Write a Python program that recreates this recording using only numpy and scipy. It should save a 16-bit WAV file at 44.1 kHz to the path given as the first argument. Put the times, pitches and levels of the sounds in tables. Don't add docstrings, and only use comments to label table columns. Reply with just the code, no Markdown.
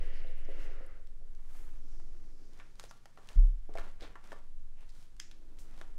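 import sys
import numpy as np
from scipy import signal
from scipy.fft import rfft, irfft, next_fast_len
from scipy.io import wavfile
from scipy.ndimage import map_coordinates

SR = 44100
rng = np.random.default_rng(int(sys.argv[2]) if len(sys.argv) > 2 else 0)


def log_audio(samples):
    frames = np.atleast_2d(samples).T
    limited = np.clip(frames, -1, 1)
    pcm = np.round(limited * 32767).astype(np.int16)
    wavfile.write(sys.argv[1], SR, pcm)


N = 263718

# (frequency [Hz], level [dB])
CRACK_SPECTRUM = [(60, -25), (450, -14), (1500, -3.5), (4500, -1), (8500, -5.5), (15500, -22.5)]


def amp(db):
    return 10 ** (np.asarray(db) / 20)


def unit(x):
    return x / np.sqrt(np.mean(x ** 2) + 1e-20)


def along(points, hz):
    f, v = np.transpose(points)
    return np.interp(np.log(hz + 1), np.log(f + 1), v)


def curve(points):
    return np.interp(np.arange(N) / SR, *np.transpose(points))


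def wobble(rate_hz):
    knots = rng.standard_normal(int(N * rate_hz / SR) + 4)
    return map_coordinates(knots, [np.arange(N) * rate_hz / SR])


def swell(peak_s, rise_s, fall_s, db):
    t = np.arange(N) / SR - peak_s
    return amp(db) * np.exp(-np.maximum(-t / rise_s, t / fall_s))


def filtered(x, response):
    size = next_fast_len(len(x) + SR // 2)
    return irfft(rfft(x, size) * response(np.fft.rfftfreq(size, 1 / SR)), size)[:len(x)]


def coloured(x, spectrum):
    return unit(filtered(x, lambda hz: amp(along(spectrum, hz))))


def resonate(x, modes):
    return filtered(x, lambda f: sum(amp(db) * 1j * f * width / (hz * hz - f * f + 1j * f * width)
                                     for hz, width, db in modes))


def click(gain, size=2048):
    cepstrum = irfft(np.log(np.maximum(gain, 1e-6)))
    cepstrum[1:size // 2] *= 2
    cepstrum[size // 2 + 1:] = 0
    return irfft(np.exp(rfft(cepstrum)))


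def add(track, s, sound):
    part = track[round(s * SR):][:len(sound)]
    part += sound[:len(part)]


def grains(rate_hz, spread_db, share):
    chance, size, sign = rng.random(N), rng.standard_normal(N), rng.standard_normal(N)
    releases = unit((chance < rate_hz / SR) * amp(spread_db * np.clip(size, -2, 2)) * np.sign(sign))
    return np.sqrt(share) * releases + np.sqrt(1 - share) * rng.standard_normal(N)


def room(x, build_s=0.0029):
    # (frequency [Hz], t60 [s])
    decay = [(150, 0.65), (800, 0.33), (5500, 0.39), (12000, 0.25)]
    hz, t, noise = signal.stft(rng.standard_normal(SR // 2), SR, nperseg=256)
    tail = signal.istft(noise * amp(-60 * t / along(decay, hz)[:, None]), SR, nperseg=256)[1]
    tail *= 1 - np.exp(-np.arange(len(tail)) / SR / build_s)
    return signal.fftconvolve(x, tail / np.linalg.norm(tail))


def air(noise_db=-69, drone_db=-76, drone_hz=121.0):
    # (frequency [Hz], level [dB])
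    spectrum = [(110, -6.5), (190, -12), (400, -23), (1000, -29.5), (7000, -34.5), (12000, -40.5),
                (15500, -53)]
    noise = amp(noise_db) * coloured(rng.standard_normal(N), spectrum)
    return noise + amp(drone_db) * unit(resonate(rng.standard_normal(N), [(drone_hz, 19, 0)]))


def stand(sway_hz=11.6, rumble_db=-18, tremor_db=-66):
    # (time [s], level [dB])
    sway = [(0, -26.5), (.7, -28.5), (.9, -37.5), (2, -31.5), (3.1, -53), (3.8, -31), (4.15, -47),
            (4.6, -33.5), (5.1, -45), (5.98, -36)]
    # (time [s], level [dB])
    bumps = [(3.358, 0), (3.415, -10)]
    # (frequency [Hz], level [dB], t60 [s], rise [s])
    modes = [(32.3, -6, 0.39, 0.02), (58.7, -27, 0.22, 0.0046), (136, -35.5, 0.16, 0.0028)]
    rumble_spectrum = [(10, -10), (22, 1.5), (33, 7), (48, -10.5), (75, -20.5), (400, -100)]
    phase = 2 * np.pi * np.cumsum(sway_hz * (1 + 0.0573 * wobble(4))) / SR
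    rumble = coloured(rng.standard_normal(N), rumble_spectrum)
    track = amp(curve(sway)) * (unit(np.sin(phase)) + amp(rumble_db) * rumble) + amp(tremor_db) * rumble
    t = np.arange(SR) / SR
    thump = -sum(amp(db - 60 * t / t60) * (1 - np.exp(-(t / rise) ** 2)) * np.sin(2 * np.pi * hz * t)
                 for hz, db, t60, rise in modes)
    for s, db in bumps:
        add(track, s, amp(db) * thump)
    return track


def rustling(body_db=2.0, crisp_db=0.9, stir_body_db=-77, stir_crisp_db=-83):
    # (peak [s], rise [s], fall [s], body [dB], crisp [dB])
    moves = [(1.585, 0.12, 0.15, -64, -72.5), (2.6, 0.07, 0.08, -67.5, -75.5),
             (2.85, 0.058, 0.079, -65, -66), (3.32, 0.097, 0.077, -63, -67.5),
             (3.809, 0.043, 0.069, -56.5, -67), (4.029, 0.023, 0.069, -55.5, -71),
             (4.247, 0.012, 0.09, -59.5, -67), (4.81, 0.029, 0.13, -70.5, -78.5),
             (4.99, 0.072, 0.078, -71.5, -69.5), (5.8, 0.25, 0.12, -66.5, -74)]
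    # (frequency [Hz], level [dB])
    body_spectrum = [(220, 2.5), (1200, -1.5), (2000, -3.5), (3000, -9.5), (10000, -40.5)]
    # (frequency [Hz], level [dB])
    crisp_spectrum = [(1500, -41), (3200, 0), (6000, -1), (10000, -7), (15500, -16)]
    # (time [s], level [dB])
    cloth_rush = [(1.3, -80), (1.7, -69.5), (2.5, -68), (2.95, -86.5), (5.1, -83), (5.4, -69.5)]
    cloth_spectrum = [(120, -21), (310, -1), (480, -12), (3000, -43)]
    stir = swell(1.9, 0.19, 2.7, 0)
    body_power = sum(swell(s, rise, fall, db) ** 2 for s, rise, fall, db, _ in moves)
    crisp_power = sum(swell(s, rise, fall, db) ** 2 for s, rise, fall, _, db in moves)
    body_gain = np.sqrt(body_power + (amp(stir_body_db) * stir) ** 2)
    crisp_gain = np.sqrt(crisp_power + (amp(stir_crisp_db) * stir) ** 2)
    grip_db = 1.7 * wobble(45)
    body = body_gain * amp(body_db + grip_db) * coloured(grains(400, 8.0, 0.27), body_spectrum)
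    crisp = crisp_gain * amp(crisp_db + grip_db) * coloured(grains(160, 5.8, 0.37), crisp_spectrum)
    cloth = amp(curve(cloth_rush)) * coloured(rng.standard_normal(N), cloth_spectrum)
    return body + crisp + cloth


def sliding():
    # (peak [s], rise [s], fall [s], level [dB], centre [Hz], width [Hz])
    slides = [(0.64, 0.063, 0.033, -68, 5800, 4500), (1.565, 0.069, 0.12, -68, 7400, 8000),
              (1.93, 0.13, 0.19, -73.5, 5630, 2030), (2.45, 0.35, 0.34, -76.5, 5400, 1990),
              (4.025, 0.0044, 0.036, -56.5, 3700, 1500), (5.592, 0.0026, 0.044, -62, 6340, 5500)]
    track = np.zeros(N)
    for s, rise, fall, db, hz, width in slides:
        hiss = resonate(grains(900, 4.5, 0.091), [(hz, width, 0)])
        track += swell(s, rise, fall, db) * unit(resonate(hiss, [(hz, 2 * width, 0)]))
    return track


def crackles(decay_s=0.0016, room_db=-8):
    # (time [s], level [dB])
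    bursts = [(1.072, -60.5), (1.35, -61), (2.7555, -60), (2.808, -56), (3.331, -56), (3.398, -62),
              (3.47, -61), (3.7388, -54.5), (3.89, -60), (4.893, -57.5), (5.027, -58), (5.166, -57.5)]
    track, t = np.zeros(N), np.arange(SR // 50) / SR
    for s, db in bursts:
        noise = coloured(rng.standard_normal(len(t)), CRACK_SPECTRUM)
        add(track, s, amp(db) * np.exp(-t / decay_s) * noise)
    return track + amp(room_db) * room(track)[:N]


def squeaks(sag_ratio=0.14, width_ratio=0.12):
    # (start [s], length [s], pitch [Hz], level [dB])
    rasps = [(0.108, 0.14, 4700, -71.5), (0.262, 0.038, 3670, -70.5), (.445, 0.015, 5500, -70),
             (.861, 0.01, 10200, -67.5), (2.882, 0.034, 5800, -63), (4.75, .12, 2650, -76),
             (4.885, 0.03, 5000, -68)]
    track = np.zeros(N)
    for s, length_s, hz, db in rasps:
        progress = np.linspace(-0.5, 0.5, round(length_s * SR))
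        phase = 2 * np.pi * np.cumsum(hz * (1 - sag_ratio * progress)) / SR
        lowpass = signal.butter(2, width_ratio * hz, fs=SR, output="sos")
        ragged = signal.sosfilt(lowpass, rng.standard_normal((2, len(progress))))
        rasp = unit(ragged[0] * np.cos(phase) + ragged[1] * np.sin(phase))
        add(track, s, amp(db) * np.cos(np.pi * progress) * rasp)
    return track


def tick_colour(hz, pitch_hz, breadth_oct, crack_db, below_db_per_oct=7.5, above_db_per_oct=17):
    octaves = np.log2((hz + 1) / pitch_hz)
    away_oct = np.hypot(octaves, breadth_oct) - abs(breadth_oct)
    body = amp(-away_oct * np.where(octaves < 0, below_db_per_oct, above_db_per_oct))
    return np.hypot(body, amp(crack_db + along(CRACK_SPECTRUM, hz)))


def ticks(direct_db=3.5, room_db=-11, ring_db=-56, ripple_db=2.5, chatter=0.076, chatter_s=0.0027):
    # (time [s], level [dB], pitch [Hz], breadth [oct], crack re body [dB])
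    contacts = [(2, -25, 804, 0.28, -17.5), (2.5995, -17.5, 1850, 0.06, -29), (2.7975, -17, 1600, 0.18, -5),
                (2.8393, -17.5, 524, 0.23, -8.5), (2.9115, -17, 1170, .15, -14),
                (3.057, -20, 1170, 0.23, -12.5), (3.1748, -19, 1150, 0.24, -25),
                (3.186, -22.5, 420, 0.28, -26), (3.289, -28, 3200, .1, -0.5), (3.6924, -16, 420, 1, -37),
                (3.754, -4.5, 660, 0.092, -29.5), (3.7742, -14.5, 1800, 0.18, -17),
                (3.785, -6.5, 1140, .22, -22), (4.0086, -25, 3800, 0.22, -17),
                (4.022, -10.5, 377, .5, -23.5), (4.156, -15.5, 1190, 0.27, -26),
                (4.3197, -11.5, 780, 1.3, -23), (4.3293, -13, 790, 0.58, -23),
                (5.3135, -27.5, 3300, 0.62, -20), (5.5878, -35, 3400, .6, -5),
                (5.8139, -16, 1050, 1.5, -16)]
    # (frequency [Hz], level [dB], t60 [s])
    ring_modes = [(427.3, 0, 0.18), (605, -5, 0.19), (678.3, 3, 0.21), (776, -3, 0.3), (937, -6, 0.38),
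                  (1156, -2.5, 0.37), (1384, -2, 0.37), (1772, 2, 0.25)]
    size = 2048
    track, hz, t = np.zeros(N), np.fft.rfftfreq(size, 1 / SR), np.arange(SR // 2) / SR
    for s, db, pitch_hz, breadth_oct, crack_db in contacts:
        colour = amp(db) * tick_colour(hz, pitch_hz, breadth_oct, crack_db)
        ripple = map_coordinates(rng.standard_normal(40), [np.sqrt(hz) / 4], mode="nearest")
        contact_s = chatter_s * amp(-0.32 * crack_db)
        force = chatter * rng.standard_normal(size) * np.exp(-t[:size] / contact_s)
        force[0] = 1
        force /= np.linalg.norm(force)
        direct = click(colour * amp(ripple_db * ripple))
        spread = click(colour * amp(0.5 * ripple_db * ripple))
        ring = sum(amp(mode_db + rng.normal(0, 1.9) - 60 * t / t60) * np.sin(2 * np.pi * mode_hz * t)
                   for mode_hz, mode_db, t60 in ring_modes)
        far_db = -0.35 * crack_db
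        add(track, s, amp(direct_db) * signal.fftconvolve(force, direct))
        add(track, s, amp(room_db + far_db) * room(spread))
        add(track, s, amp(ring_db + far_db) * signal.fftconvolve(spread, ring))
    return track


def snap(level_db=-7.0, room_db=-18):
    # (time [s], level [dB])
    contacts = [(5.1977, -16), (5.2001, -2.5), (5.202, -14)]
    # (frequency [Hz], width [Hz], level [dB])
    modes = [(1840, 620, 0.5), (3230, 190, 3.5), (4990, 310, 4), (6120, 370, 4), (7300, 400, -10)]
    # (frequency [Hz], width [Hz], level [dB])
    ring_modes = [(5120, 18, 7.5)]
    spread_spectrum = [(900, -15), (1900, -1), (4400, -7), (5200, -1), (7200, -2), (8500, -15),
                       (15500, -27)]
    blows = np.zeros(N)
    for s, db in contacts:
        blows[round(s * SR)] += amp(db + level_db)
    band = signal.butter(1, [1400, 7500], "bandpass", fs=SR, output="sos")
    track = signal.sosfilt(band, resonate(blows, modes + ring_modes))
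    spread = click(amp(along(spread_spectrum, np.fft.rfftfreq(2048, 1 / SR))))
    add(track, contacts[1][0], amp(room_db) * room(spread))
    return track


def plate(force):
    # (frequency [Hz], width [Hz], level [dB])
    modes = [(310, 84, -2), (409, 64, 0.5), (487.4, 11, 3), (533.4, 8.4, 6), (652, 18, -4)]
    cushion = signal.butter(2, [280, 750], "bandpass", fs=SR, output="sos")
    return signal.sosfilt(cushion, resonate(force, modes))


def knocks(gain_db=37, shudder=0.054, shudder_s=0.011, room_db=-8):
    # (time [s], level [dB])
    slips = [(0.247, -48), (.487, -42), (0.58, -45.5), (0.807, -45.5), (1.213, -58)]
    blows, t = np.zeros(N), np.arange(SR // 20) / SR
    for s, db in slips:
        slip = shudder * rng.standard_normal(len(t)) * np.exp(-t / shudder_s)
        slip[0] = 1
        add(blows, s, amp(db + gain_db) * slip)
    direct = plate(blows)
    return direct + amp(room_db) * room(direct)[:N]


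def rubbing(firm_db=-62, drone_db=-62, fizz_db=-69, sweep_db=-76.5, sweep_hz=8.9, slow_pitch_ratio=0.71):
    # (time [s], level [dB])
    effort = [(0.02, -60.5), (.165, -61), (.3, -64), (.45, -65.5), (.6, -58.5), (.97, -68), (1.08, -82)]
    # (frequency [Hz], level [dB])
    scrape_spectrum = [(950, -13), (1350, -8), (2000, -1.5), (2450, -7), (2850, -4.5), (3400, -15.5),
                       (11000, -43.5)]
    # (frequency [Hz], level [dB])
    fizz_spectrum = [(2500, -15), (3800, -4), (4900, -2), (6200, -5.5), (10000, -25)]
    sweep_spectrum = [(6000, -7), (9500, 3.5), (13000, -0.5), (15500, -19.5)]
    effort_db = curve(effort)
    press_db = effort_db - firm_db
    touching = curve([(1.3, 0.94), (1.45, 0.033)])
    slowing = curve([(0.47, 0.051), (0.92, 0.77)])
    drone = amp(drone_db + 0.88 * press_db) * unit(plate(grains(550, 3.0, 0.63)))
    slow_spectrum = [(slow_pitch_ratio * hz, db) for hz, db in scrape_spectrum]
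    quick = coloured(grains(1500, 3.8, 0.41), scrape_spectrum)
    slow = coloured(grains(1500, 3.8, 0.41), slow_spectrum)
    scrape = np.cos(np.pi / 2 * slowing) * quick + np.sin(np.pi / 2 * slowing) * slow
    scrape *= amp(effort_db + 0.61 * wobble(35.5))
    t = np.arange(N) / SR
    speed = np.abs(np.cos(np.pi * sweep_hz * (t - 0.06)))
    fizz = coloured(grains(1400, 5.8, 0.73), fizz_spectrum)
    fizz *= amp(fizz_db + 1.5 * press_db + 4.7 * (speed - 2.5))
    sweeps = coloured(rng.standard_normal(N), sweep_spectrum)
    sweeps *= amp(sweep_db - 17 * slowing) * speed ** 1.4
    return touching * (drone + scrape + fizz + sweeps)


def scene():
    pad = rubbing() + knocks()
    handling = rustling() + sliding() + squeaks() + crackles() + ticks() + snap()
    return (pad + handling + stand() + air())[None]


def record(dry, top_hz=15700):
    return np.array([filtered(channel, lambda hz: hz < top_hz) for channel in dry])


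dry = scene()
out = record(dry)
log_audio(out)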